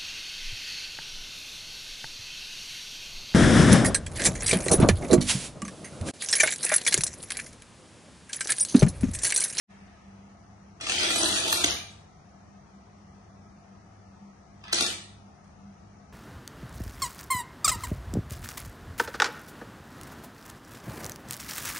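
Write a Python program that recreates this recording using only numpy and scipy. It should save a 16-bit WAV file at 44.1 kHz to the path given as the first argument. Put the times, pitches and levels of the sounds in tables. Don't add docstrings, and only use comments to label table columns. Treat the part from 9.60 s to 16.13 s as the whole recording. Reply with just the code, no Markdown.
import sys
import numpy as np
from scipy import signal
from scipy.fft import rfft, irfft
from scipy.io import wavfile
from scipy.ndimage import uniform_filter1d

SR = 44100
rng = np.random.default_rng(int(sys.argv[2]) if len(sys.argv) > 2 else 0)


def volts_from_db(level):
    exponent = np.asarray(level, float) / 20
    return 10 ** exponent


def master_out(mix):
    frames = np.transpose(np.atleast_2d(mix))
    ceiling = np.clip(frames, -1, 1)
    pcm = np.round(ceiling * 32767).astype(np.int16)
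    wavfile.write(sys.argv[1], SR, pcm)


N = 287795
PORT_LAG_S = .0002
LAST_BLOCK_S = 2.043


def along(table, hz):
    at, value = np.transpose(table)
    return np.interp(np.log(np.maximum(hz, 1)), np.log(at), value)


def unit(x):
    return x / np.sqrt(np.mean(x ** 2))


def ring(x, modes):
    out = 0
    for k, (hz, width, db) in enumerate(modes):
        b, a = signal.iirpeak(hz, hz / width, SR)
        out = out + (-1) ** k * volts_from_db(db) * signal.lfilter(b, a, x + 1e-18)
    return out


def place(seconds, grains):
    out = np.zeros(N + 1024)
    np.add.at(out, (seconds[:, None] * SR).astype(int) + np.arange(1024), grains)
    return out[:N]


def blows(seconds, db, contact_s, rise_s=0.00051):
    t = np.arange(1024) / SR
    rough = volts_from_db(db)[:, None] * rng.standard_normal((len(seconds), 1024))
    return place(seconds, rough * (1 - np.exp(-t / rise_s)) * np.exp(-t / contact_s))


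def pings(seconds, db, hz, ring_s):
    t = np.arange(1024) / SR
    notes = volts_from_db(db)[:, None] * np.sin(2 * np.pi * hz[:, None] * t)
    return place(seconds, notes * (1 - np.exp(-t / 0.00058)) * np.exp(-t / ring_s))


# (frequency [Hz], width [Hz], level [dB])
BLOCK_MODES = [(1326, 233, 1), (1919, 220, 0), (2586, 412, 0), (3670, 530, 0), (4600, 350, 3),
               (5000, 1070, 1), (6800, 2100, -10)]
BLOCK_SIZES = (.9, .96, 1.03, 1.1)


def wood(push, spread=0.94):
    turn = int(.011 * SR)
    which = np.repeat(rng.integers(0, len(BLOCK_SIZES), N // turn + 1), turn)[:N]
    out = 0
    for k, scale in enumerate(BLOCK_SIZES):
        modes = [(hz * scale, width * spread, db) for hz, width, db in BLOCK_MODES]
        out = out + ring(push * (which == k), modes)
    return out


# (frequency [Hz], width [Hz], level [dB])
CORNER_MODES = [(8910, 2830, 1), (9660, 1400, 4), (11700, 2500, -2)]


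def corner(push):
    return ring(push, CORNER_MODES)


# (frequency [Hz], width [Hz], level [dB])
BOARD_MODES = [(152, 39, -18), (335, 46, 2.5), (485, 77, -6.5), (663, 102, -1), (987, 260, -16.5)]


def boards(push):
    return ring(push, BOARD_MODES)


# (frequency [Hz], width [Hz], level [dB])
FLOOR_MODES = [(77.4, 13, 3), (107, 44, -18.5)]


def whole_floor(push):
    return ring(push, FLOOR_MODES)


# (time [s], level [dB], loudest block mode [Hz])
CLACKS = [(1.2112, -28, 3400), (1.2418, -31, 2100), (1.2689, -23, 2700), (1.288, -22.5, 2820),
          (1.297, -15, 2670), (1.3195, -24.5, 2800), (1.4336, -14.5, 3290), (1.5588, -16, 8040),
          (1.6566, -19, 4000), (1.7391, -18.5, 4470), (1.9242, -18, 4800), (1.9712, -21, 5500),
          (2.0404, -16, 3447), (2.1075, -29, 5370), (5.1283, -16.5, 5580), (5.1453, -35, 6140),
          (5.1864, -29, 3650), (5.2078, -15, 3710), (5.2641, -34, 4600), (5.2889, -46.5, 4780),
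          (5.8423, -57.5, 6040)]
# (time [s], level [dB], loudest block mode [Hz])
KNOCKS = [(1.33, -43.5, 2470), (1.3484, -28, 4700), (1.3575, -28, 4350), (1.371, -28.5, 3400),
          (1.3872, -26.5, 4500), (1.3978, -23, 5050), (1.4071, -21.5, 2980), (1.445, -28.5, 3520),
          (1.4935, -23.5, 3320), (1.5053, -14, 2530), (1.5298, -25.5, 3600), (1.541, -24.5, 3300),
          (1.565, -41, 6800), (1.5882, -32.5, 8000), (1.61, -21, 8250), (1.6315, -16, 5600),
          (1.6405, -27, 3140), (1.69, -25.5, 4120), (1.711, -26, 6800), (1.761, -22.5, 3430),
          (1.773, -19, 3400), (1.799, -24, 2500), (1.8123, -30, 3530), (1.8255, -34.5, 6840),
          (1.8375, -32, 3330), (1.8574, -32, 3370), (1.879, -17.5, 3310), (1.8889, -31, 2970),
          (1.9008, -23, 6140), (1.949, -23, 5640), (1.9942, -38.5, 5500), (2.008, -21, 3700),
          (2.0742, -30, 5070), (2.0855, -23, 2780), (2.0982, -28, 3320), (2.1251, -25, 6300),
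          (2.1382, -36, 4400), (2.1635, -38, 3630), (2.1729, -49, 4150), (2.1873, -46, 3540),
          (5.154, -22, 5810), (5.1715, -30, 3760), (5.2235, -27, 5370), (5.2316, -24, 5300),
          (5.2399, -30.5, 3580), (5.25, -40, 4800), (5.2753, -39.5, 3430), (5.301, -38, 3100),
          (5.31, -32, 4800), (5.3266, -39, 2880), (5.3379, -50, 3600)]
# (time [s], level [dB])
LOAD = [(1.2, -5.5), (1.45, -2), (1.6, 3.5), (1.85, -4.5), (2.1, -3), (5.1, 4), (5.3, -1.5)]


def clacks():
    s, db, hz = np.vstack([CLACKS, KNOCKS]).T
    tick_s, tick_db, _ = np.transpose(FLAT_LANDINGS)
    push = blows(s - .003, db + 3.5, 0.0038, rise_s=0.0052)
    push = push + volts_from_db(-5) * blows(tick_s, tick_db, 0.00053)
    out = volts_from_db(5.0) * wood(push) + volts_from_db(4.0) * corner(push) + pings(s, db - 5.5, hz, 0.0023)
    slap = np.zeros(N)
    slap[(s * SR).astype(int) + 60] = volts_from_db(db - 13 + np.interp(s, *np.transpose(LOAD)))
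    slap[int(LAST_BLOCK_S * SR)] = volts_from_db(-27)
    return out + volts_from_db(36.0) * boards(slap) + volts_from_db(22.5) * whole_floor(slap)


# (time [s], level [dB], snap [Hz])
FLAT_LANDINGS = [(1.2676, -23, 2780), (1.2967, -27, 2660), (1.3195, -11, 3350), (1.927, -4, 8350),
                 (2.0403, -7.5, 3570), (2.0442, -2.5, 6500), (5.1256, -19.5, 6200), (5.1284, -9.5, 6200),
                 (5.1315, -5, 4050), (5.1438, -9, 6400), (5.185, -12, 4200), (5.208, -7, 4740),
                 (5.2104, -8, 3700), (5.2648, -8, 4600)]
# (frequency [Hz], width [Hz], level [dB])
SLAP_MODES = [(302, 39, 2), (407, 180, -10.5)]


def landings():
    s, db, hz = np.transpose(FLAT_LANDINGS)
    push = blows(s - .001, db, 0.0019, rise_s=0.0008)
    thump = np.zeros(N)
    thump[int((LAST_BLOCK_S + 0.0015) * SR)] = volts_from_db(23.0)
    crack = volts_from_db(0.5) * (wood(push, spread=1.3) + volts_from_db(-9.0) * corner(push))
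    crack = crack + ring(thump, SLAP_MODES) + pings(s, db - 11, hz, 0.0024)
    knock_s, knock_db, knock_hz = np.transpose(KNOCKS)
    crack = crack + pings(knock_s + .001, knock_db + 3, knock_hz, 0.0011)
    return np.array([np.roll(crack, int(PORT_LAG_S * SR)), crack])


# (time [s], level [dB], note [Hz], left
# minus right [dB])
CHIPS = [(1.2113, -26, 8170, 4), (1.2405, -39, 3080, 4), (1.2692, -21, 2630, 4), (1.2967, -15, 2630, 2),
         (1.3206, -13, 2780, 1), (1.3329, -23, 3270, 4), (1.3409, -27, 3440, 1), (1.3794, -16, 2120, -2),
         (1.3894, -20, 4440, 2), (1.3996, -18, 5000, 4), (1.4301, -14, 4850, 3), (1.4537, -18, 3530, 1),
         (1.4715, -27, 3730, 5), (1.4879, -13, 3380, 0), (1.5072, -18, 3670, -1), (1.5226, -22, 3630, 0),
         (1.5303, -16, 3450, 0.5), (1.5425, -18, 6590, -3.5), (1.5596, -16, 8270, -0.5),
         (1.5836, -19, 3600, -1), (1.6144, -12, 5600, -5), (1.633, -14, 6100, 21), (1.6418, -12, 3200, 0),
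         (1.6575, -13, 3970, -8), (1.6878, -17, 9350, -9), (1.7276, -14, 3350, -3), (1.7404, -25, 4060, 3),
         (1.7625, -17, 3360, -5), (1.8074, -14.5, 2470, 6), (1.821, -23, 2240, 4), (1.8442, -23, 3400, 5),
         (1.8588, -32, 3340, 3), (1.8747, -21.5, 4860, 4), (1.8901, -30, 2680, -4), (1.8977, -18, 3815, 0),
         (1.9263, -13.5, 9400, -2), (1.942, -17, 4620, 7), (1.9499, -17, 4520, 5),
         (1.9718, -18, 5600, 11.5), (2.0226, -23, 3800, 8.5), (2.0414, -5, 3440, -1),
         (2.0609, -17, 4800, 15), (2.0744, -17, 4870, 2), (2.0878, -19, 2870, 3), (2.1083, -12.5, 5670, 10),
         (2.1233, -22, 3080, -9), (2.1425, -29, 3570, -2), (2.1809, -32, 3790, -1),
         (5.1195, -39, 4090, 2), (5.1285, -18, 5540, 1), (5.1454, -13, 5860, 7), (5.159, -19, 4910, 9),
              (5.173, -22, 3550, 2), (5.1858, -14, 3790, 1), (5.1981, -32, 3010, -2),
              (5.2094, -15, 3630, 17), (5.2244, -9.5, 5350, 4), (5.2331, -20, 5940, 6),
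              (5.2412, -15.5, 3620, 2), (5.2642, -19, 3660, 5), (5.2886, -24, 3500, -1),
              (5.3033, -22, 2860, 4), (5.315, -31, 3320, 3), (5.3269, -29, 2760, 1), (5.3393, -24, 2600, 0),
              (5.3566, -37, 3780, 0)]


def chips():
    s, db, hz, pan_db = np.array(CHIPS).T
    out = []
    for side, lag_s in ((.5, PORT_LAG_S), (-.5, 0.0011)):
        heard_db = db + side * pan_db
        snap = blows(s + lag_s, heard_db - 9.5, 0.00058, rise_s=0.0002)
        note = pings(s + lag_s, heard_db + 5.0, hz, 0.00071)
        out.append(wood(snap, spread=2.5) + volts_from_db(-1.0) * corner(snap) + note)
    return np.array(out)


# (time [s], level [dB], weight on the floor [dB], sharpness [dB])
RATTLE = [
    [(1.209, -36, -4, -13), (1.26, -39.5, -6.5, -14.5), (1.303, -29.5, -6, -3.5), (1.43, -25.5, -3, -6),
     (1.5, -31, -1.5, 3.5), (1.58, -26.5, -5, 5.5), (1.7, -28.5, -4.5, 4.5), (1.84, -29.5, -1, -3.5),
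     (1.93, -31.5, -3.5, 10.5), (2.04, -28, -3.5, -16), (2.13, -32, -7, -8.5)],
    [(5.116, -34, -12, -16), (5.128, -32, -20, 2), (5.205, -24.5, -10.5, -13.5), (5.259, -35.5, -1, -14),
     (5.31, -44.5, -16, -10)],
]


def rattle():
    knocks_per_s = 600
    out = np.zeros(N)
    for rows in RATTLE:
        at, db, thud_db, sharp_db = np.transpose(rows)
        lasts_s = at[-1] - at[0]
        chance = rng.random((int(lasts_s * knocks_per_s), 3))
        s = at[0] + lasts_s * chance[:, 0]
        size_db = np.interp(s, at, db) + np.minimum(-3.0 * np.log(1 - chance[:, 1]), 4.5)
        weight_db = np.interp(s, at, thud_db)
        out += volts_from_db(-1.5) * wood(blows(s, size_db, 0.0025))
        out += pings(s, size_db - 8.5, 2300 * 3.0 ** chance[:, 2], 0.0041)
        out += volts_from_db(-1.5) * corner(blows(s, size_db + np.interp(s, at, sharp_db), 0.0015))
        out += volts_from_db(12.0) * boards(blows(s, size_db + weight_db, 0.0015))
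        out += volts_from_db(25.5) * whole_floor(blows(s, size_db + weight_db / 2 - 15.5, 0.0011))
    return out


# (time [s], level [dB])
NUDGES = [
    (1.2, -38),
    (1.205, -42.5),
    (5.0125, -51),
    (5.0382, -31.5),
    (5.0507, -37),
    (5.071, -37),
    (5.08, -30),
    (5.095, -35.5),
    (5.113, -36),
    (5.121, -36),
]


def nudges():
    push = blows(*np.transpose(NUDGES), 0.0023, rise_s=0.00087)
    padded = uniform_filter1d(uniform_filter1d(push, size=4), size=4)
    body = volts_from_db(-5.0) * ring(push, [(1200, 1500, 0.00042)])
    return body + volts_from_db(8.0) * wood(padded, spread=1.2) + volts_from_db(0.5) * boards(push)


# (frequency [Hz], likeness [0-1])
LIKENESS = [(100, 0.99), (280, 0.89), (620, 0.15), (1300, 0.11), (14000, 0)]


def stereo_noise(size, gain):
    hz = np.fft.rfftfreq(size, 1 / SR)
    like = np.clip(along(LIKENESS, hz), 0, 1)
    mid, side = rfft(rng.standard_normal((2, size)))
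    pair = np.sqrt(1 + like) * mid + np.sqrt(1 - like) * side * np.array([[1], [-1]])
    return irfft(gain(hz) * pair, size)


# (frequency [Hz], time to fall 60 dB [s])
ROOM_T60 = [(100, 0.76), (300, 0.4), (1000, 0.51), (3000, 0.52), (6000, 0.51), (12000, 0.4)]
# (frequency [Hz], left minus right [dB])
ROOM_LEFT = [(60, -9), (110, -6), (200, 11), (370, -2), (680, 3.5), (1240, -1), (2270, 0), (4150, 1.5),
             (7610, -0.5), (13900, -3)]


def echo_noise(size):
    t, tail = np.arange(size) / SR, 0
    side = np.array([[.5], [-.5]])
    for hz in 60 * 2. ** np.arange(9):
        def octave_gain(f):
            away = np.clip(np.log2(np.maximum(f, 1) / hz), -1, 1)
            return np.cos(np.pi / 2 * away) ** 2 * volts_from_db(side * along(ROOM_LEFT, f))
        tail = tail + stereo_noise(size, octave_gain) * volts_from_db(-60 * t / along(ROOM_T60, hz))
    return t, tail


def room(x):
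    out, size, step = np.zeros((2, N + 2 ** 16)), 24576, 4096
    for i in range(0, N, step):
        if abs(x[i:i + step]).max() < 1e-6:
            continue
        t, tail = echo_noise(size)
        early = tail * np.exp(-t / 0.0035)
        late = tail * np.clip((t - .005) / 0.0058, 0, 1)
        echo = (volts_from_db(-1.5) * unit(early) + volts_from_db(4.0) * unit(late)) / np.sqrt(size)
        echo[0, int(PORT_LAG_S * SR)] += 1
        echo[1, 0] += 1
        wet = signal.fftconvolve(x[None, i:i + step], echo, axes=1)
        out[:, i:i + wet.shape[1]] += wet
    return out[:, :N]


# (frequency [Hz], level per Hz [dB])
AIR = [(15, -58.5), (25, -35), (91, -7), (123, -9.5), (166, -7.5), (199, -2), (225, -12), (329, -14),
       (574, -19), (721, -12), (976, -17.5), (1260, -18.5), (3280, -46), (5720, -32), (10500, -54.5),
       (13600, -98.5), (22000, -120)]
# (frequency [Hz], left minus right [dB])
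AIR_LEFT = [(60, -13.5), (110, 5), (200, 4), (370, 4), (680, 7), (1240, 1), (2270, 3), (4150, 9.5),
            (7610, 14), (13900, -54)]
# (frequency [Hz], width [Hz], level [dB])
HUM = [(53, 10, -68), (73.4, 26, -61.5), (100.75, 3.2, -60.5), (150.5, 6.1, -66.5), (197.65, 10.7, -56.5),
       (683, 66, -68), (1274, 75, -74)]


def air():
    side = np.array([[.5], [-.5]])
    hiss = unit(stereo_noise(N, lambda f: volts_from_db(along(AIR, f) + side * along(AIR_LEFT, f)))) * volts_from_db(-55)
    noise = stereo_noise(N, np.ones_like)
    hum = 0
    for hz, width, db in HUM:
        line = [(hz, width, 0)]
        hum = hum + volts_from_db(db) * unit(ring(ring(noise, line), line))
    draught_db = -68 + 8 * np.exp(-(np.arange(N) / SR / 0.58) ** 2)
    draught = volts_from_db(draught_db) * unit(ring(noise[::-1, ::-1], [(1830, 840, 0)]))
    return hiss + hum + draught


def scene():
    blocks = room(clacks() + rattle() + nudges()) + landings() + chips()
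    no_rumble = signal.butter(2, 43, "high", fs=SR, output="sos")
    return air() + signal.sosfilt(no_rumble, blocks)


def weak_bands(power, hz):
    band, frame = np.ix_(np.arange(len(hz)) // 3, np.arange(power.shape[1]) // 6)
    smooth = uniform_filter1d(uniform_filter1d(power, size=6, axis=1), size=3, axis=0)
    level_db = 10 * np.log10(smooth + 1e-18)
    under_db = level_db - uniform_filter1d(level_db, size=60, axis=0)
    luck_db = 1.8 * rng.standard_normal(power.shape)
    seam = np.flatnonzero((hz > 7300) & (hz < 7950))
    luck_db[seam[0] // 3 + 1:seam[-1] // 3] += 2.2
    middle = np.minimum(3 * band + 1, len(hz) - 1)
    weak = under_db[middle, 6 * frame] < -3.0 + luck_db[band, frame]
    prone = ((hz > 1500) & (hz < 4700)) | ((hz > 6900) & (hz < 7900))
    return weak & prone[:, None]


# (start [s], end [s])
CLATTER_S = [
    (1.17, 2.45),
    (4.99, 5.55),
]
# (start [s], end [s], edge [Hz])
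OPEN_TREBLE = [
    (1.84, 1.95, 14000),
    (1.95, 2.0, 13400),
    (2.0, 2.06, 14500),
    (2.095, 2.25, 12000),
    (2.25, 2.34, 11700),
    (5.125, 5.146, 12000),
]
OPEN_TREBLE_DB = [-10, -9, -12, -4.5, -7, -16.5]
# (start [s], end [s], low [Hz], high [Hz])
SCRAPS = [(1.205, 1.22, 12900, 14300), (1.24, 1.31, 11400, 12500), (1.26, 1.32, 10500, 11200),
          (1.315, 1.42, 12000, 13300), (1.47, 1.6, 12000, 13000), (1.54, 1.575, 13000, 14300),
          (1.68, 1.75, 12000, 13400), (1.75, 1.84, 11900, 12900), (2.06, 2.09, 12100, 14500),
          (2.17, 2.27, 12600, 13000), (2.38, 2.45, 11500, 11900), (5.055, 5.1, 12050, 12400)]
SCRAP_DB = [-18.5, -31, -17, -16, -16, -16, -16, -15, -19.5, -14, -10, -3]
# (frequency [Hz], width [Hz], level [dB])
NOTCHES = [(5250, 70, -14), (7450, 250, -5)]
# (start [s], end [s], low [Hz], high [Hz])
HOLES = [(1.44, 1.51, 6950, 7550), (1.585, 1.68, 7150, 7550), (1.62, 1.68, 2150, 2500),
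         (1.36, 1.39, 1050, 1250), (1.715, 1.745, 2150, 2500), (1.81, 1.86, 2100, 2280),
         (1.9, 1.95, 2150, 2300), (1.93, 2.0, 2950, 3100), (1.95, 2.0, 7150, 7550),
         (1.975, 2.03, 1850, 2100), (2.065, 2.1, 7050, 7600), (2.11, 2.15, 2350, 2500),
         (1.55, 1.6, 1800, 1900), (1.55, 1.6, 2650, 2780), (5.083, 5.11, 6500, 7500),
         (5.155, 5.27, 7150, 7550), (5.225, 5.27, 2950, 3200), (5.25, 5.31, 2100, 2280),
         (5.34, 5.37, 3900, 4050), (2.07, 2.24, 10450, 10700), (1.49, 1.55, 5150, 5350),
         (1.88, 1.9, 1650, 1750), (1.68, 1.72, 2450, 2480), (1.75, 1.81, 2040, 2070),
         (2.04, 2.065, 1740, 1820), (1.57, 1.61, 1540, 1550), (1.96, 1.99, 1570, 1580),
         (1.92, 1.94, 1520, 1540), (2.09, 2.11, 2200, 2240), (1.7, 1.75, 3700, 3720),
         (5.41, 5.48, 1500, 1520), (5.21, 5.24, 1580, 1700)]


def heard_share(z, hz, s):
    def box(lo_hz, hi_hz, start, end):
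        return np.outer((hz >= lo_hz) & (hz < hi_hz), (s >= start) & (s <= end))

    top_hz = 10350
    still = ~np.any([(s > start) & (s < end) for start, end in CLATTER_S], axis=0)
    wander = rng.standard_normal((len(hz), len(s)))
    wander = wander[np.ix_(np.arange(len(hz)) // 4, np.arange(len(s)) // 4)]
    keep = 1. * (hz[:, None] < top_hz + still * 330 * (wander - .5))
    for (start, end, edge_hz), db in zip(OPEN_TREBLE, OPEN_TREBLE_DB):
        keep[box(top_hz, edge_hz, start, end)] = volts_from_db(db)
    for (start, end, lo_hz, hi_hz), db in zip(SCRAPS, SCRAP_DB):
        keep[box(lo_hz, hi_hz, start, end)] = volts_from_db(db)
    keep[(wander < -.7) & (hz[:, None] > top_hz)] *= .05
    keep[box(6950, 8650, 2.085, 2.3)] = .003
    for notch_hz, width, db in NOTCHES:
        keep *= volts_from_db(db * np.exp(-((hz - notch_hz) / width) ** 2))[:, None]
    keep[weak_bands(abs(z.sum(axis=0) * keep) ** 2, hz) & still] *= .02
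    for start, end, lo_hz, hi_hz in HOLES:
        keep[box(lo_hz - 75, hi_hz + 75, start - .01, end + .01)] *= .003
    for start, end, band in WHISTLES:
        tone_hz = whistle_hz(band)
        keep[box(tone_hz - 400, tone_hz + 400, start, end)] *= .07
    return keep


def whistle_hz(band):
    return (band - .25) * SR / 64


# (start [s], end [s], band [number])
WHISTLES = [(1.25, 1.5, 15), (1.52, 1.85, 15), (1.52, 1.83, 16), (1.4, 1.74, 17), (1.91, 2.01, 17),
            (1.25, 1.47, 20), (1.91, 1.95, 20), (5.14, 5.31, 16), (5.18, 5.37, 17), (5.16, 5.42, 18.5)]
WHISTLE_DB = [-9.5, -1, -15.5, -14, -4.5, -20.5, 0, -6.5, -16, -16]


def whistles(dry):
    t, tones = np.arange(N) / SR, np.zeros((2, N))
    for (start, end, band), db in zip(WHISTLES, WHISTLE_DB):
        tone_hz = whistle_hz(band)
        power = ring(dry, [(tone_hz, 150., 9)]) ** 2
        treble = np.sqrt(uniform_filter1d(power, size=350, axis=1) + 1e-18)
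        gate = np.clip(np.minimum(t - start, end - t) / 0.031, 0, 1)
        steps = np.repeat(rng.standard_normal(N // 1024 + 1), 1024)[:N]
        flicker_db = 4 * uniform_filter1d(steps, size=512)
        tones += volts_from_db(db + flicker_db) * gate * treble * np.sin(2 * np.pi * tone_hz * t)
    return tones


def splinter(dry):
    t = np.arange(N) / SR
    treble = signal.sosfilt(signal.butter(6, 12000, "high", fs=SR, output="sos"), dry)
    return volts_from_db(-8) * treble * np.clip(np.minimum(t - 5.1245, 5.131 - t) / .001, 0, 1)


def band_limit(x):
    return signal.sosfilt(signal.butter(12, 16500, fs=SR, output="sos"), x)


def record(dry):
    hz, s, z = signal.stft(dry, SR, nperseg=1024)
    keep = heard_share(z, hz, s)
    power = uniform_filter1d(abs(z) ** 2, size=4, axis=2) + 1e-18
    over_neighbours = power / uniform_filter1d(power, size=15, axis=1)
    z = z * np.where(hz[:, None] > 900, over_neighbours, 1) ** .33
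    out = signal.istft(z * keep, SR, nperseg=1024)[1][:, :N] + whistles(dry) + splinter(dry)
    fade = np.clip((np.arange(N) / SR - 0.07) / 0.036, 0, 1) ** 3
    return band_limit(out * fade)


dry = scene()
out = record(dry)
master_out(out)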